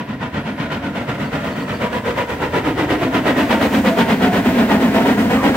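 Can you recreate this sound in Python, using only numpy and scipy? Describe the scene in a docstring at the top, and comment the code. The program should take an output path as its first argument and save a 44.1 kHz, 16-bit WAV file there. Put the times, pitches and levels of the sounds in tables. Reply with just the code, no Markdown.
"""A steam locomotive on a sea wall, from a hand-held stereo microphone across the road, 13 m off the track.
At first it is some 65 m away: about eight exhaust beats a second roar out of the chimney and set it
booming, mirrored by the road and echoed by the land, over rumbling wheels and ringing rails.
Thin squeaks come in the first two seconds, and the hiss of leaking steam grows as the engine nears.
From about 4 s the wheels sing low tones; at 4.6 s the engine draws level, loud and side-on."""
import sys
import numpy as np
from scipy import signal
from scipy.fft import rfft, irfft
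from scipy.io import wavfile
from scipy.ndimage import uniform_filter1d, map_coordinates

SR = 44100
rng = np.random.default_rng(int(sys.argv[2]) if len(sys.argv) > 2 else 0)


def waveform_to_disk(signal):
    """Save audio, clipped to [-1, 1], as 16-bit WAV at the path in sys.argv[1]."""
    frames = np.transpose(np.atleast_2d(signal))
    scaled = np.clip(frames, -1, 1) * 32767
    samples = np.round(scaled).astype(np.int16)
    wavfile.write(sys.argv[1], SR, samples)


N = 245195
TIME = np.arange(N) / SR
BINS = np.maximum(np.arange(N // 2 + 1) * SR / N, 1)
SPEED_M_S, DRAWS_LEVEL_S, TRACK_M, SOUND_M_S = 14, 4.6, 13, 343
CHIMNEY_HEIGHT_M, MIC_HEIGHT_M = 7.72, 1.621


def undb(db):
    """Decibels to gain."""
    return 10 ** (np.asarray(db) / 20)


def curves(rows, at=TIME):
    """Each column of a table, joined by straight lines in time."""
    s, *columns = np.transpose(rows)
    return [np.interp(at, s, column) for column in columns]


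def colour(points, modes=()):
    """Gain at each frequency: a smooth spectrum lifted by resonances."""
    hz, db = np.transpose(points)
    lifts = sum(lift / (1 + (2 * (BINS - centre) / width) ** 2) for centre, width, lift in modes)
    return undb(np.interp(np.log(BINS), np.log(hz), db) + lifts)


# Stereo width at the microphone: f/Hz, side minus mid/dB
MIC_WIDTH = [(25, -55), (200, -18.5), (380, -12), (700, -10.5), (1300, -4), (2400, -5), (4400, -2),
             (9000, -1)]
def noise(gain, band=(0, SR)):
    """Coloured stereo noise, its mid at rms 1 within the band; the bass is alike, the treble wide."""
    mid, side = rfft(rng.standard_normal((2, N))) * gain
    rms = np.std(irfft(mid * (BINS > band[0]) * (BINS < band[1]), N))
    side = side * colour(MIC_WIDTH)
    return irfft(np.array([mid + side, mid - side]), N) / rms


def walk(rate):
    """Random levels held 1 / rate s and smoothed twice."""
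    hold = max(int(SR / rate), 1)
    steps = np.repeat(rng.standard_normal(N)[:N // hold + 1], hold)
    return 0.9 * uniform_filter1d(uniform_filter1d(steps, hold), hold)[:N]


def puff(start, length, rise, droop, decay):
    """Envelope of one burst: it opens, sags and shuts; all times in seconds."""
    age = TIME - start
    opening = .5 + .5 * np.tanh(age / rise)
    return opening * np.exp(-np.maximum(age, 0) / droop - np.maximum(age - length, 0) / decay)


def delayed(sound, lag):
    """The sound heard a moving number of seconds late."""
    return map_coordinates(sound, [np.arange(N) - lag * SR], order=5)


def dulled(sound, hz):
    """The treble falls 6 dB an octave above hz."""
    return irfft(rfft(sound) / np.hypot(1, BINS / hz), N)


def rough_note(hz, width_hz, saturation):
    """A resonance of rms 1 whose size and phase are jostled by its drive."""
    drive = rfft(rng.standard_normal((2, N)))
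    real, imaginary = irfft(drive / np.hypot(1, (BINS / width_hz) ** 4), N)
    swing = real + 1j * imaginary
    turns = np.cumsum(hz * np.ones(N)) / SR
    note = np.real(swing / np.abs(swing) ** saturation * np.exp(2j * np.pi * turns))
    return note / np.std(note)


def along(s):
    """Metres of track between the engine and the point opposite the microphone."""
    return SPEED_M_S * np.abs(s - DRAWS_LEVEL_S)


def distance(s):
    """Metres from the engine to the microphone."""
    return np.hypot(along(s), TRACK_M)


# Three cylinders, six beats a wheel turn: valve lateness/s, blast accent/dB, boom accent/dB, length factor
VALVE_TIMING = [(0.0023, 0.75, -1.3, 0.96), (-0.000017, -3, 1.5, 1.04), (0.00035, 0.5, -0.8, 0.95),
                (0.0071, 1.8, -0.4, 0.88), (-0.001, 0, 1, 0.92), (0.0064, 1.1, -0.5, 1.04)]
# Exhaust from across the road: t/s, blast level/dB, bark against blast/dB, beat length/s
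EXHAUST_STRENGTH = [(0, -26.5, -38, 0.05), (.7, -25, -11.5, .076), (1.35, -24, -17.5, 0.087),
                    (2.15, -20, -40, 0.052), (2.9, -19.5, -12.5, 0.061), (3.3, -16.5, -13, 0.064),
                    (3.9, -17.3, -10.5, 0.053), (4.9, -18.5, -16, 0.077), (5.56, -18, -14, 0.074)]
def exhaust_beats(count=47, first_s=-.24, gap_s=.12958, quicken_s=.000212, scatter_db=0.69):
    """A limping, quickening beat as it reaches the microphone: t/s, blast/dB, length/s, boom/dB."""
    k = np.arange(count)
    late, accent_db, boom_accent_db, stretch = np.array(VALVE_TIMING)[k % len(VALVE_TIMING)].T
    leaves = first_s + k * gap_s - quicken_s * k ** 2 / 2 + late
    heard = leaves + distance(leaves) / SOUND_M_S
    blast_db, _, length = curves(EXHAUST_STRENGTH, heard)
    blast_db = blast_db + accent_db + scatter_db * rng.standard_normal(count)
    boom_db, _ = curves(CHIMNEY_NOTE, heard)
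    return np.transpose([heard, blast_db, length * stretch, boom_db + boom_accent_db])


# Exhaust jet, head-on from up the line and side-on from across the road: f/Hz, relative level/dB
JET_HEAD_ON = [(20, -50), (50, -5), (90, -1.5), (150, 11.5), (260, -2.5), (500, 5), (800, -7), (1150, -6),
               (2000, -7), (3100, -11), (4200, -22), (6500, -31), (11000, -46)]
JET_SIDE_ON = [(20, -52), (115, -7), (180, 6.5), (300, 3), (450, 7), (750, 4), (1150, -7.5), (1800, -6.5),
               (3100, -11.5), (4200, -23), (6500, -31.5), (11000, -36)]
# Upper resonances of chimney and smokebox: f/Hz, width/Hz, lift/dB
CHIMNEY_MODES = [(914, 16, 8), (990, 85, 9.5), (1330, 310, 4), (1460, 170, 3), (1907, 150, 6),
                 (3880, 59, 2.5)]
# First rush of steam through the blast pipe: f/Hz, relative level/dB
BARK_SPECTRUM = [(300, -52), (1200, 9), (3000, 6), (5000, -8), (7000, -18), (14000, -25)]
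def blast(beats, broadside, gain_db=2.0, rough_db=1.5, bark_gain_db=2.5):
    """Each beat barks and drives a turbulent jet up the chimney; its colour turns with the engine."""
    _, bark_db, _ = curves(EXHAUST_STRENGTH)
    flow = sum(undb(db) * puff(s + 0.0021, length, rise=0.018, droop=0.088, decay=0.03)
               for s, db, length, _ in beats)
    rush = sum(undb(db) * puff(s + 0.011, 0.035, rise=0.0039, droop=0.091, decay=0.0091)
               for s, db, *_ in beats)
    head_on = noise(colour(JET_HEAD_ON, CHIMNEY_MODES), band=(400, 4000))
    side_on = noise(colour(JET_SIDE_ON, CHIMNEY_MODES), band=(400, 4000))
    jet = flow * (np.sqrt(1 - broadside) * head_on + np.sqrt(broadside) * side_on)
    bark = rush * undb(bark_db + bark_gain_db) * noise(colour(BARK_SPECTRUM))
    return (jet + bark) * undb(gain_db + rough_db * walk(rate=260))


def through_plume(sound, gain=0.22, lag_s=.0045, sway=0.213, dull_hz=6000):
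    """A second path through the billowing plume keeps shifting, so every beat has its own colour."""
    detour = lag_s * np.exp(sway * walk(rate=2.5))
    bent = np.array([delayed(channel, detour) for channel in dulled(sound, dull_hz)])
    return (sound + gain * bent) / np.hypot(1, gain)


# Reflections off boiler and sea wall: head-on lag/s, side-on lag/s, gain
BOILER_AND_WALL = [(.0023, 0.0031, -0.095), (.0092, .0074, 0.17)]
def reflected(sound, broadside):
    """Path lengths change as the engine moves, so ripples slide through the roar."""
    paths = [(far + (near - far) * broadside, gain) for far, near, gain in BOILER_AND_WALL]
    return sound + np.array([sum(gain * delayed(channel, lag) for lag, gain in paths) for channel in sound])


def over_road(sound, gain, dull_hz):
    """A dull bounce off the road joins in; its detour grows as the engine nears, so hollows sweep down."""
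    direct_m = np.hypot(distance(TIME), CHIMNEY_HEIGHT_M - MIC_HEIGHT_M)
    bounce_m = np.hypot(distance(TIME), CHIMNEY_HEIGHT_M + MIC_HEIGHT_M)
    lag = (bounce_m - direct_m) / SOUND_M_S
    return sound + gain * np.array([delayed(channel, lag) for channel in dulled(sound, dull_hz)])


# Boom of the chimney at the microphone: t/s, level/dB, f/Hz
CHIMNEY_NOTE = [(0, -24.5, 244.6), (1.1, -24, 250), (1.8, -24.5, 232.8), (2.3, -28.5, 261),
                (2.75, -18.5, 296.1), (3.3, -16, 268), (4.1, -13.3, 220.2), (4.8, -12.5, 236.3),
                (5.56, -14, 249)]
def boom(beats):
    """The gas column in the chimney builds up after each beat and sounds a rough, saturating note."""
    _, hz = curves(CHIMNEY_NOTE)
    flow = sum(undb(db) * puff(s + 0.011, length, rise=0.014, droop=0.18, decay=0.043)
               for s, _, length, db in beats)
    return rough_note(hz, width_hz=46.6, saturation=0.41) * flow


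def echo(sound, gain_db=-12.5, t60_s=0.46, delay_s=0.025, dull_hz=2200):
    """Walls, trees and the hillside scatter the exhaust back, late and dull."""
    tail = rng.standard_normal((2, N)) * undb(-60 * TIME / t60_s) * (TIME > delay_s)
    tail = dulled(tail / np.sqrt(np.sum(tail[0] ** 2)), dull_hz)[:, :SR]
    mid, side = signal.fftconvolve(sound.mean(axis=0)[None], tail, axes=1)[:, :N]
    side = irfft(rfft(side) * colour(MIC_WIDTH), N)
    return undb(gain_db) * np.array([mid + side, mid - side])


# Wheels rolling on the rails: f/Hz, relative level/dB
RAIL_SPECTRUM = [(150, -3.5), (300, 11), (600, 0.5), (850, -10), (1300, -10.5), (2000, -3.5), (2800, -10.5),
                 (4000, -16.5), (7000, -30.5)]
# Ringing of wheels and rails: f/Hz, width/Hz, lift/dB
RAIL_RINGING = [(700, 160, 10.5), (968, 25, 2), (1069, 27, 13), (1615, 87, 7)]
# Low rumble of the running gear: f/Hz, relative level/dB
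RUMBLE_SPECTRUM = [(20, -46), (32, -27), (45, -4), (75, 13), (130, 12.5), (200, -2), (400, -48)]
# That rumble at the microphone: t/s, level/dB
RUMBLE_APPROACH = [(0, -38.5), (1.3, -36.5), (2.1, -36), (2.9, -30), (3.8, -34), (4.3, -31.5), (5.56, -30)]
def wheels(rail_db=-24.0, fall_db=6.0, flutter_db=3.0):
    """Rough treads shake the frames and ring the rails; the ring fades with each doubling of distance."""
    rumble_db, = curves(RUMBLE_APPROACH)
    doublings = np.log2(distance(TIME) / TRACK_M)
    rails = noise(colour(RAIL_SPECTRUM, RAIL_RINGING))
    rails *= undb(rail_db - fall_db * doublings + flutter_db * walk(rate=35))
    return rails + noise(colour(RUMBLE_SPECTRUM)) * undb(rumble_db)


# Leaking steam, and the thin sizzle of the cylinder glands: f/Hz, relative level/dB
HISS_SPECTRUM = [(2000, 14), (4500, 7), (7500, 7), (9300, 4), (11000, -4), (13000, -8), (15500, 0)]
GLAND_SPECTRUM = [(8000, -30), (11500, -11), (13500, -3), (15300, -1), (17000, -8)]
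# The leak, loudest as the cylinders come towards the microphone: t/s, level/dB
LEAK_LEVEL = [(0, -72), (1.3, -58), (2.2, -55), (3, -55.5), (3.75, -46.5), (4.1, -49.5), (5.56, -48)]
def steam(beats, broadside, gain_db=-3.5, sizzle_db=4.0, uneven=0.086, pan_db=-2.5):
    """Steam leaks and surges unevenly with every stroke; the sizzle grows as the engine nears."""
    hiss_db, = curves(LEAK_LEVEL)
    sizes = np.exp(uneven * rng.standard_normal(len(beats)))
    strokes = sum(size * puff(s, length, rise=0.0051, droop=0.11, decay=.016)
                  for size, (s, _, length, _) in zip(sizes, beats))
    hiss = noise(colour(HISS_SPECTRUM), band=(9000, SR))
    sizzle = undb(sizzle_db) * np.sqrt(broadside) * noise(colour(GLAND_SPECTRUM))
    pan = undb(pan_db * broadside ** .25 * np.array([[1], [-1]]) / 2)  # a little to the right
    return (hiss + sizzle) * pan * (1 + strokes) * undb(hiss_db + gain_db)


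# Squeaks and ringing of wheels and rods: t/s, length/s, f/Hz, width/Hz, level/dB
STEEL_SQUEALS = [(.43, .13, 9678, 14, -66), (1.244, 0.038, 4500, 160, -51), (1.51, .035, 4480, 160, -50),
                 (1.6, .035, 4530, 180, -48), (1.733, 0.033, 4580, 180, -48), (3.899, .07, 660, 35, -25),
                 (4.23, 0.14, 710, 35, -24), (4.97, .12, 700, 45, -25), (5.37, .05, 1160, 110, -28),
                 (5.406, .06, 1012, 110, -26.5)]
def squeals():
    """Rubbing steel sings briefly: thin squeaks from afar, low wheel tones close by."""
    return sum(rough_note(hz, width, saturation=0.47) * undb(db)
               * puff(s, length, rise=0.0058, droop=1.0, decay=0.019)
               for s, length, hz, width, db in STEEL_SQUEALS)


# Delay of the microphone's left side behind its right: t/s, lag/s
LEFT_LAG = [(0, .00005), (3.2, .00004), (4.2, -.00005), (5.56, -.00011)]
def scene(head_on_m=71.4):
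    """Exhaust, echo, running gear and steam reach left and right a moment apart; squeals sit centre."""
    beats = exhaust_beats()
    broadside = np.clip(1 - along(TIME) / head_on_m, 0, 1)  # 0 head-on, 1 level with the microphone
    roar = reflected(through_plume(blast(beats, broadside)), broadside)
    exhaust = over_road(roar, gain=0.28, dull_hz=1500) + boom(beats)
    gear = over_road(wheels(), gain=0.18, dull_hz=1200)
    left, right = exhaust + echo(exhaust) + gear + steam(beats, broadside)
    left_lag, = curves(LEFT_LAG)
    return np.array([delayed(left, left_lag), right]) + squeals()


def record(dry, ceiling=.85, low_cut_hz=38, top_hz=15780):
    """The hand-held recorder rounds the highest peaks and cuts the deepest bass and the top."""
    rounded = dry / (1 + (dry / ceiling) ** 6) ** (1 / 6)
    lean = signal.sosfilt(signal.butter(4, low_cut_hz, "high", fs=SR, output="sos"), rounded)
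    return signal.sosfilt(signal.ellip(12, .2, 80, top_hz, fs=SR, output="sos"), lean)


dry = scene()
out = record(dry)
waveform_to_disk(out)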